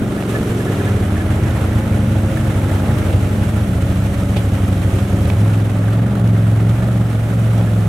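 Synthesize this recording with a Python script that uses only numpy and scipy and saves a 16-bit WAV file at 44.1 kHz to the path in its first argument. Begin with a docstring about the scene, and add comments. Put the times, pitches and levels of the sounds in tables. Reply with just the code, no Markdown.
"""A quad bike wades through a muddy pond, slowing to a lumpy idle and then speeding up again.
Its two cylinders fire unevenly: each firing thumps in the silencer, and the gas growls in the tailpipe.
Its drive squeaks when wet and whines at idle. A second quad drones steadily across the water.
The wheels churn up a rumble, a bubbling wash, spray and a few sharp splashes;
in the first second, big pockets of air glug under them."""
import sys
import numpy as np
from scipy import signal
from scipy.fft import rfft, irfft
from scipy.io import wavfile
from scipy.ndimage import uniform_filter1d

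SR = 44100
rng = np.random.default_rng(int(sys.argv[2]) if len(sys.argv) > 2 else 0)


def waveform_to_disk(signal):
    """Save audio, clipped to [-1, 1], as 16-bit WAV at the path in sys.argv[1]."""
    frames = np.transpose(np.atleast_2d(signal))
    scaled = np.clip(frames, -1, 1) * 32767
    samples = np.round(scaled).astype(np.int16)
    wavfile.write(sys.argv[1], SR, samples)


N = 347508
TIME = np.arange(N) / SR
FREQS = np.maximum(np.arange(N // 2 + 1) * SR / N, 1)
CUTOFF_HZ = 15750

# tone of the gas rasping out of either quad's tailpipe: f/Hz, relative level/dB
RASP_TONE = [(500, -5), (750, -3), (1000, -5.5), (1300, 4.5), (2000, -18), (3200, -11), (5000, -21.5),
             (9000, -19.5), (12500, -21.5), (15500, -49)]


def from_db(db):
    """Turn decibels into a number to multiply by."""
    return 10 ** (np.asarray(db) / 20)


def rms_one(x):
    """Scale a signal so that its average power is 1."""
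    return x / np.sqrt(np.mean(x ** 2) + 1e-20)


def even(x, size=11025):
    """Even out slow changes in loudness but keep the single beats."""
    return x / np.sqrt(uniform_filter1d(uniform_filter1d(x ** 2, size), size // 2) + 1e-20)


def in_time(rows):
    """Join a table's points in time with straight lines, one curve for each column of values."""
    times, *columns = np.transpose(rows)
    return [np.interp(TIME, times, column) for column in columns]


def at_hz(points, hz):
    """Read between a table's frequencies, giving every octave the same room."""
    points = np.array(points)
    return np.interp(np.log(hz), np.log(points[:, 0]), points[:, 1])


def bumps(rows, width_s):
    """A smooth rise and fall around each listed moment."""
    return sum(height * np.exp(-((TIME - s) / width_s) ** 2) for s, height in rows)


def white():
    """Two unrelated streams of plain hiss."""
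    return rng.standard_normal((2, N))


def drift(rate_hz):
    """A smooth random wobble, about 1 in size."""
    r = np.exp(-200 * np.pi * rate_hz / SR)
    noise = rng.standard_normal(N // 100 + 1002)   # one value for every 100 samples
    slow = signal.lfilter([1], [1, -2 * r, r * r], noise)[1000:]
    return np.interp(np.arange(N) / 100, np.arange(len(slow)), rms_one(slow))


def grains(per_s, spread_db):
    """Two streams of random clicks of uneven size."""
    sizes = from_db(spread_db * np.minimum(rng.exponential(1, (2, N)), 5))
    return rms_one(sizes * np.sign(white()) * (rng.random((2, N)) < per_s / SR))


def low_pass(x, hz, order=2):
    """Soften everything above the given frequency."""
    return signal.sosfilt(signal.butter(order, hz, fs=SR, output="sos"), x)


def resonate(x, modes):
    """Let a sound ring at each listed pitch, and add up the rings with every second one flipped."""
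    out = 0
    for k, (hz, width, db) in enumerate(modes):
        r = np.exp(-np.pi * width / SR)
        poles = [1, -2 * r * np.cos(2 * np.pi * hz / SR), r * r]
        ring = signal.lfilter([1, 0, -1], poles, x + 1e-18)
        out = out + (-1) ** k * from_db(db) * (1 - r * r) / 2 * ring
    return out


def diffuse(pair, tone):
    """Give two unrelated noises a tone and spread them between the left and right microphones."""
    # how alike the two sides are: f/Hz, likeness (held within 0-1 below)
    likeness = [(60, 0), (190, 4.5), (350, 0.78), (700, 0.57), (1400, 0.39), (2800, 0.18), (5600, 0.38),
                (11000, 0.24), (14000, 0.2)]
    # how much louder the left side is: f/Hz, left minus right/dB
    balance = [(100, 4.5), (350, 1), (700, -1.7), (1500, -1.5), (2200, -5.5), (5600, -2.5), (7500, -.5),
               (10500, -1), (12500, -5), (15000, -3)]
    mid, side = rfft(pair) * from_db(at_hz(tone, FREQS))
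    alike = np.clip(at_hz(likeness, FREQS), 0, 1)
    sign = np.array([[1], [-1]])
    ears = np.sqrt(1 + alike) * mid + sign * np.sqrt(1 - alike) * side
    out = irfft(ears * from_db(sign * at_hz(balance, FREQS) / 2), N)
    return out / np.std(out.mean(axis=0))


def late_on_left(x, lag_s):
    """Let the left microphone hear a sound a little later than the right one."""
    return np.array([np.interp(TIME - lag_s, TIME, x), x])


def rumble():
    """The wheels heave the water about with a dull rumble."""
    # loudness of the stirred pond: t/s, level/dB
    loudness = [(0, -25), (.5, -52), (1, -41.5), (3.0, -25.5), (4.0, -32.5), (5.2, -32), (7.88, -27.5)]
    # its deep tone: f/Hz, relative level/dB
    tone = [(22, -48), (45, 6), (90, -6.5), (180, 8.5), (300, -5.5), (600, -6), (1000, -38.5)]
    return from_db(in_time(loudness)[0]) * diffuse(white(), tone)


def bubbles(per_s, purity, low_hz, high_hz, sizes=20):
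    """Each bubble rings briefly at the pitch of its size; more purity means a longer ring."""
    clicks = grains(per_s, spread_db=3.5)
    size = rng.integers(0, sizes, N)
    pitches = np.geomspace(low_hz, high_hz, sizes)
    rings = (resonate(clicks * (size == k), [(hz, hz / purity, 0)]) for k, hz in enumerate(pitches))
    return rms_one(sum(rings))


def water():
    """The wheels stir a bubbling wash and throw off a spray of fine drops, both in uneven gushes."""
    # loudness of the churned water: t/s, wash/dB, spray/dB
    loudness = [(0, -31.5, -43), (.32, -31, -36.5), (.85, -29.5, -38), (1.1, -30, -39.5),
                (1.7, -28.5, -38.5), (2.15, -30.5, -39), (2.45, -30.5, -38), (2.95, -28, -38),
                (3.3, -31.5, -39), (4.1, -32, -38.5), (5.3, -32, -38.5), (6.1, -31.5, -45.5),
                (6.5, -33, -43), (7.88, -33, -41.5)]
    # tone of the sloshing wash: f/Hz, relative level/dB
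    wash_tone = [(350, 3.5), (650, 5.5), (1000, -3.5), (1350, -1), (2000, -6), (3000, -15), (4000, -20),
                 (5000, -32), (7000, -36)]
    # tone of the hissing spray: f/Hz, relative level/dB
    spray_tone = [(3000, 12), (4800, 1), (6000, 4.5), (6800, 3), (8000, 5), (10500, 3.5), (12500, 0),
                  (14000, -3), (15500, -13)]
    wash_db, spray_db = in_time(loudness)
    gush = drift(28)
    churn = white() + from_db(-13) * bubbles(per_s=1100, purity=18, low_hz=800, high_hz=4200)
    drips = from_db(-9) * bubbles(per_s=1600, purity=40, low_hz=3500, high_hz=13000)
    drops = white() + .3 * grains(per_s=3500, spread_db=3) + drips
    wash = diffuse(churn, wash_tone) * from_db(wash_db + 1.16 * gush)
    spray = diffuse(drops, spray_tone) * from_db(spray_db + 1.18 * gush)
    return wash + spray


def splashes():
    """Water slaps back on the pond or spits from the tailpipe in short bursts, each with its own tone."""
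    # slaps and spits: t/s, peak level/dB, fade time/s, middle f/Hz
    slaps = [(.224, -20, .002, 1800), (.358, -21, .005, 1300), (1.970, -18.5, .003, 700),
             (3.123, -34, .02, 3000), (4.358, -25, .022, 3500), (4.632, -34, .02, 2200),
             (4.982, -29, .008, 2500), (5.254, -26.5, .004, 3600), (5.300, -17, .003, 2500),
             (6.273, -32, .005, 6000), (6.601, -23, .002, 1500), (6.689, -34, .01, 5500),
             (7.610, -19.5, .003, 1500), (7.657, -41, .008, 11000)]
    # tone of the noise they are all cut from: f/Hz, relative level/dB
    tone = [(700, 28), (1400, 5.5), (3200, 8.5), (5000, -4), (9000, -1), (13000, -2), (15500, -28)]
    rise = 0.47   # as a share of the fade time
    noise, out = diffuse(white(), tone), np.zeros((2, N))
    for s, db, fade_s, hz in slaps:
        start = int(s * SR)
        band = signal.butter(1, [hz / 1.6, min(hz * 1.6, CUTOFF_HZ)], "band", fs=SR, output="sos")
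        burst = rms_one(signal.sosfilt(band, noise[:, start:start + SR // 4]))
        length = burst.shape[1]
        age = TIME[:length] / fade_s
        envelope = np.minimum(age / rise, np.exp(rise - age))
        out[:, start:start + length] += from_db(db) * envelope * burst
    return out


def glugs(ring_cycles, rise_per_s):
    """Big pockets of air under the wheels ring for a few swings each, rising in pitch."""
    # air pockets: t/s, starting level/dB, starting f/Hz
    pockets = [(0.019, -9.5, 254), (.172, -13, 222), (0.407, -7.5, 197), (.498, -7.5, 206),
               (.572, -28, 292), (.635, -18, 404), (0.653, -9, 296), (.705, -13, 420), (.827, -21, 203)]
    out, t = np.zeros(N), TIME[:SR // 8]
    for s, db, hz in pockets:
        start = int(s * SR)
        ring = np.sin(2 * np.pi * hz * t * (1 + rise_per_s * t / 2))
        out[start:start + len(t)] += from_db(db) * np.exp(-t * hz / ring_cycles) * ring
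    return out


def distant_quad():
    """A second quad drones in tones that waver on their way over the water, and rasps once a cycle."""
    # engine speed: t/s, engine cycles per second/Hz
    engine_speed = [(0, 23.3), (.5, 22.3), (.92, 22.3), (1.18, 24.2), (1.8, 24.25), (2.3, 24.6),
                    (2.7, 24.4), (3.55, 24.15), (3.8, 22.2), (4.05, 22.0), (4.28, 22.85), (4.55, 21.65),
                    (4.95, 21.45), (5.2, 22.3), (5.55, 21.2), (6.15, 22.3), (6.6, 21.9), (6.92, 22.3),
                    (7.88, 21.6)]
    # loudness and dullness: t/s, level/dB, treble loss/dB per octave
    loudness = [(0, 1, 1), (.8, 1, -2.5), (1.6, 1.5, 4.5), (3.2, -0.5, -4.5), (5.2, 2, -6), (5.7, 1.5, 1),
                (7.88, -3.5, 18.5)]
    # the tones of the drone: multiple of the engine speed, relative level/dB
    tones = [(2, -43), (4, -34), (5, -30), (6, -32), (7, -34.5), (8, -30.5), (9, -29), (10, -38.5),
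             (11, -38), (12, -40), (13, -35.5), (14, -43.5), (15, -44.5), (18, -45), (25, -45.5), (26, -55)]
    # its pipe lifts tones that pass these pitches: f/Hz, width/Hz, gain/dB
    pipe = [(121, 8.8, -1), (268.7, 8.9, -2), (320.8, 15, -5.5), (570, 12, -3.5)]
    cycles = np.cumsum(in_time(engine_speed)[0]) / SR
    level_db, loss_db = in_time(loudness)
    mean_hz = cycles[-1] / TIME[-1]
    drone = 0
    for multiple, db in tones:
        phase = 2 * np.pi * (multiple * cycles + rng.random()) + .15 * drift(4)
        octaves = max(np.log2(multiple * mean_hz / 295), 0)   # the treble loss starts at 295 Hz
        tone_db = db - loss_db * octaves + 2.42 * drift(4.8)
        drone = drone + np.sqrt(2) * from_db(tone_db) * np.sin(phase)
    drone = drone + sum(resonate(drone, [mode]) for mode in pipe)
    since_firing = (cycles - .75) % 1
    rasp = diffuse(np.exp(-since_firing / 0.27) * white(), RASP_TONE)
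    return from_db(level_db) * (late_on_left(drone, lag_s=0.000093) + from_db(-45.5) * rasp)


def whines(wander_hz, waver_db):
    """The wading quad's drive sings thinly while the engine idles."""
    # one curve for each whine, with points of: t/s, f/Hz, level/dB
    curves = [
        [(1.3, 537, -56), (1.6, 540.6, -38), (2.2, 538, -35), (3.1, 523, -44), (3.55, 518, -45),
         (3.8, 515, -53)],
        [(1.6, 835, -56), (1.8, 837, -42), (2.35, 856, -55), (2.6, 845, -43.5), (3.55, 830, -41),
         (3.7, 846, -57)],
    ]
    out = 0
    for curve in curves:
        hz, db = in_time(curve)
        sounding = (TIME > curve[0][0]) & (TIME < curve[-1][0])
        envelope = sounding * np.sqrt(2) * from_db(db + waver_db * drift(9.9))
        pitch_hz = hz + wander_hz * drift(13)
        out = out + envelope * np.sin(2 * np.pi * np.cumsum(pitch_hz) / SR)
    return out


def squeaks(hz, width_s):
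    """A wet part of the drive sings briefly, always near the same pitch."""
    # short metallic squeaks: t/s, peak level/dB
    moments = [(.185, -32), (.358, -21.5), (.61, -29), (0.681, -27), (.81, -28), (.878, -25), (1.21, -30),
               (6.83, -30), (7.68, -33)]
    envelope = bumps([(s, from_db(db)) for s, db in moments], width_s)
    pitch_hz = hz + 30 * drift(123)
    return late_on_left(envelope * np.sin(2 * np.pi * np.cumsum(pitch_hz) / SR), lag_s=0.00017)


def firings(speed_hz, jitter_s, spread_db):
    """One click each time a cylinder fires, always a little off in time and strength."""
    # the two unevenly spaced cylinders: place in the engine cycle (0-1), strength/dB
    cylinders = [(.438, 0), (.82, -1.2)]
    cycles = np.cumsum(speed_hz) / SR
    clicks = np.zeros(N)
    for place, db in cylinders:
        due_s = np.interp(np.arange(place, cycles[-1], 1), cycles, TIME)
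        late, strong = rng.standard_normal((256, 2))[:len(due_s)].T
        at = np.clip(((due_s + jitter_s * late) * SR).astype(int), 0, N - 1)
        clicks[at] = from_db(db + spread_db[at] * strong)
    return clicks


def puffs(clicks, fade_s):
    """A gust of gas dies away after each click."""
    return rms_one(signal.lfilter([1], [1, -np.exp(-1 / (fade_s * SR))], clicks + 1e-18))


def thumps(clicks, filling_db):
    """Firings ring the pipe and silencer, whose deep chamber booms when slow and eats bass when fast."""
    # two linked silencer chambers make each thump swell before it dies: f/Hz, width/Hz, gain/dB
    silencer = [(98, 51.6, 12.5), (112.6, 27.4, 14)]
    # ring of the pipe leaving the engine: f/Hz, width/Hz, gain/dB
    front_pipe = [(191, 83.6, -2.5)]
    # the deep chamber, filled by slow, long pushes of gas: f/Hz, width/Hz, gain/dB
    deep_chamber = [(63, 22, -5)]
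    swallowed = .8
    soft = low_pass(clicks, hz=270, order=1)
    sharp = signal.sosfilt(signal.butter(2, 70, "high", fs=SR, output="sos"), soft)
    deep = resonate(soft * (from_db(filling_db) - swallowed), deep_chamber)
    return even(resonate(sharp, silencer) - resonate(sharp, front_pipe) - deep)


def wading_quad():
    """Thumps merge into a hum at speed; the gas growls and barks in the tailpipe and rasps at its end."""
    # engine speed: t/s, engine cycles per second/Hz
    engine_speed = [(0.0, 23.484), (0.25, 22.974), (0.45, 21.946), (0.64, 22.764), (0.74, 18.843),
                    (0.86, 19.31), (0.95, 17.169), (1.1, 17.025), (1.6, 15.408), (1.85, 12.349),
                    (2.0, 12.227), (2.2, 12.686), (2.55, 12.424), (2.9, 11.789), (3.1, 11.825),
                    (3.3, 12.379), (3.45, 12.68), (3.7, 14.195), (4.0, 15.407), (4.15, 14.878),
                    (4.55, 12.248), (4.85, 12.267), (5.05, 11.428), (5.2, 13.42), (5.41, 21.209),
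                    (5.6, 21.115), (5.8, 21.053), (6.0, 22.557), (6.17, 22.99), (6.3, 21.962),
                    (6.55, 21.87), (6.8, 23.22), (6.95, 23.102), (7.15, 21.994), (7.4, 22.726),
                    (7.88, 21.224)]
    # how it runs at each speed: engine speed/Hz, deep chamber filling/dB, unevenness of firings/dB
    running = [(12, 4, 2), (15, 7, 1.7), (17, 7, 1.5), (21, -22, .7), (23, -25, .7)]
    # loudness of the exhaust's low and middle parts: t/s, boom/dB, growl/dB
    loudness = [(.15, -26, -28.5), (.35, -16.5, -25), (.68, -20.5, -23.5), (.93, -16.5, -27),
                (1.15, -16.5, -33.5), (1.4, -17.5, -31), (1.6, -16.5, -35), (2.0, -16, -32),
                (2.3, -17.5, -37), (2.9, -17, -32.5), (3.15, -14.5, -34), (3.4, -17, -36),
                (3.85, -16, -33.5), (4.1, -18, -39), (4.7, -15, -33.5), (5.1, -16.5, -30), (5.42, -13, -32),
                (5.8, -14.5, -34.5), (6.5, -12.5, -33), (7.15, -14, -37), (7.88, -12.5, -36)]
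    # the boom dips briefly: t/s, depth/dB
    dips = [(.15, 3), (.45, 4), (.78, 7), (5.95, 1.5), (6.17, 4.5), (6.78, 2.5), (6.95, 3), (7.1, 2),
            (7.3, 3)]
    # the bark and rasp swell for a moment: t/s, rise/dB
    swells = [(2.9, 4.5), (5.25, 4), (6.05, 5), (6.85, 5.5), (7.25, 0.5), (7.62, 4.5)]
    # the tailpipe's low rings: f/Hz, width/Hz, gain/dB
    growl_rings = [(249, 75, -6.5), (327.5, 41, 3), (348, 50.5, 4), (403, 97, -1.5)]
    # the tailpipe's high rings: f/Hz, width/Hz, gain/dB
    bark_rings = [(533, 58, 1.5), (627, 73, 0), (725, 41, -1), (838.5, 15.4, -1)]
    speed_hz, = in_time(engine_speed)
    boom_db, growl_db = in_time(loudness)
    # the bark and rasp also follow the growl's loudness a little
    swing_db = 0.17 * (growl_db - growl_db.mean()) + bumps(swells, width_s=0.15)
    speeds, *by_speed = np.transpose(running)
    filling_db, uneven_db = (np.interp(speed_hz, speeds, column) for column in by_speed)
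    clicks = firings(speed_hz, jitter_s=0.00018, spread_db=uneven_db)
    boom = thumps(clicks, filling_db) * from_db(boom_db - bumps(dips, width_s=0.037))
    gas = puffs(clicks, fade_s=.02)
    blast = .8 * rms_one(clicks) + .6 * gas * white()
    growl = even(low_pass(resonate(blast[0], growl_rings), hz=596)) * from_db(growl_db)
    hissy_blast = blast[1] + 0.96 * gas * white()[0]
    bark = even(low_pass(resonate(hissy_blast, bark_rings), hz=1020)) * from_db(-37.5 + swing_db)
    # each firing spits with a strength of its own
    spits = puffs(clicks * from_db(2.8 * drift(25)), fade_s=.012)
    rasp = diffuse(spits * white(), RASP_TONE) * from_db(-45.5 + swing_db)
    return (boom + growl + bark) * from_db([[-.3], [.3]]) + rasp   # a touch louder on the right


def scene():
    """Both quads and the water, added together in stereo."""
    quads = wading_quad() + squeaks(hz=1715, width_s=0.011) + distant_quad()
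    quads += whines(wander_hz=4, waver_db=3)
    return quads + water() + glugs(ring_cycles=1.9, rise_per_s=4.1) + splashes() + rumble()


def record(dry):
    """The very highest treble is cut off steeply."""
    return irfft(rfft(dry) / np.sqrt(1 + (FREQS / CUTOFF_HZ) ** 400), N)


dry = scene()
out = record(dry)
waveform_to_disk(out)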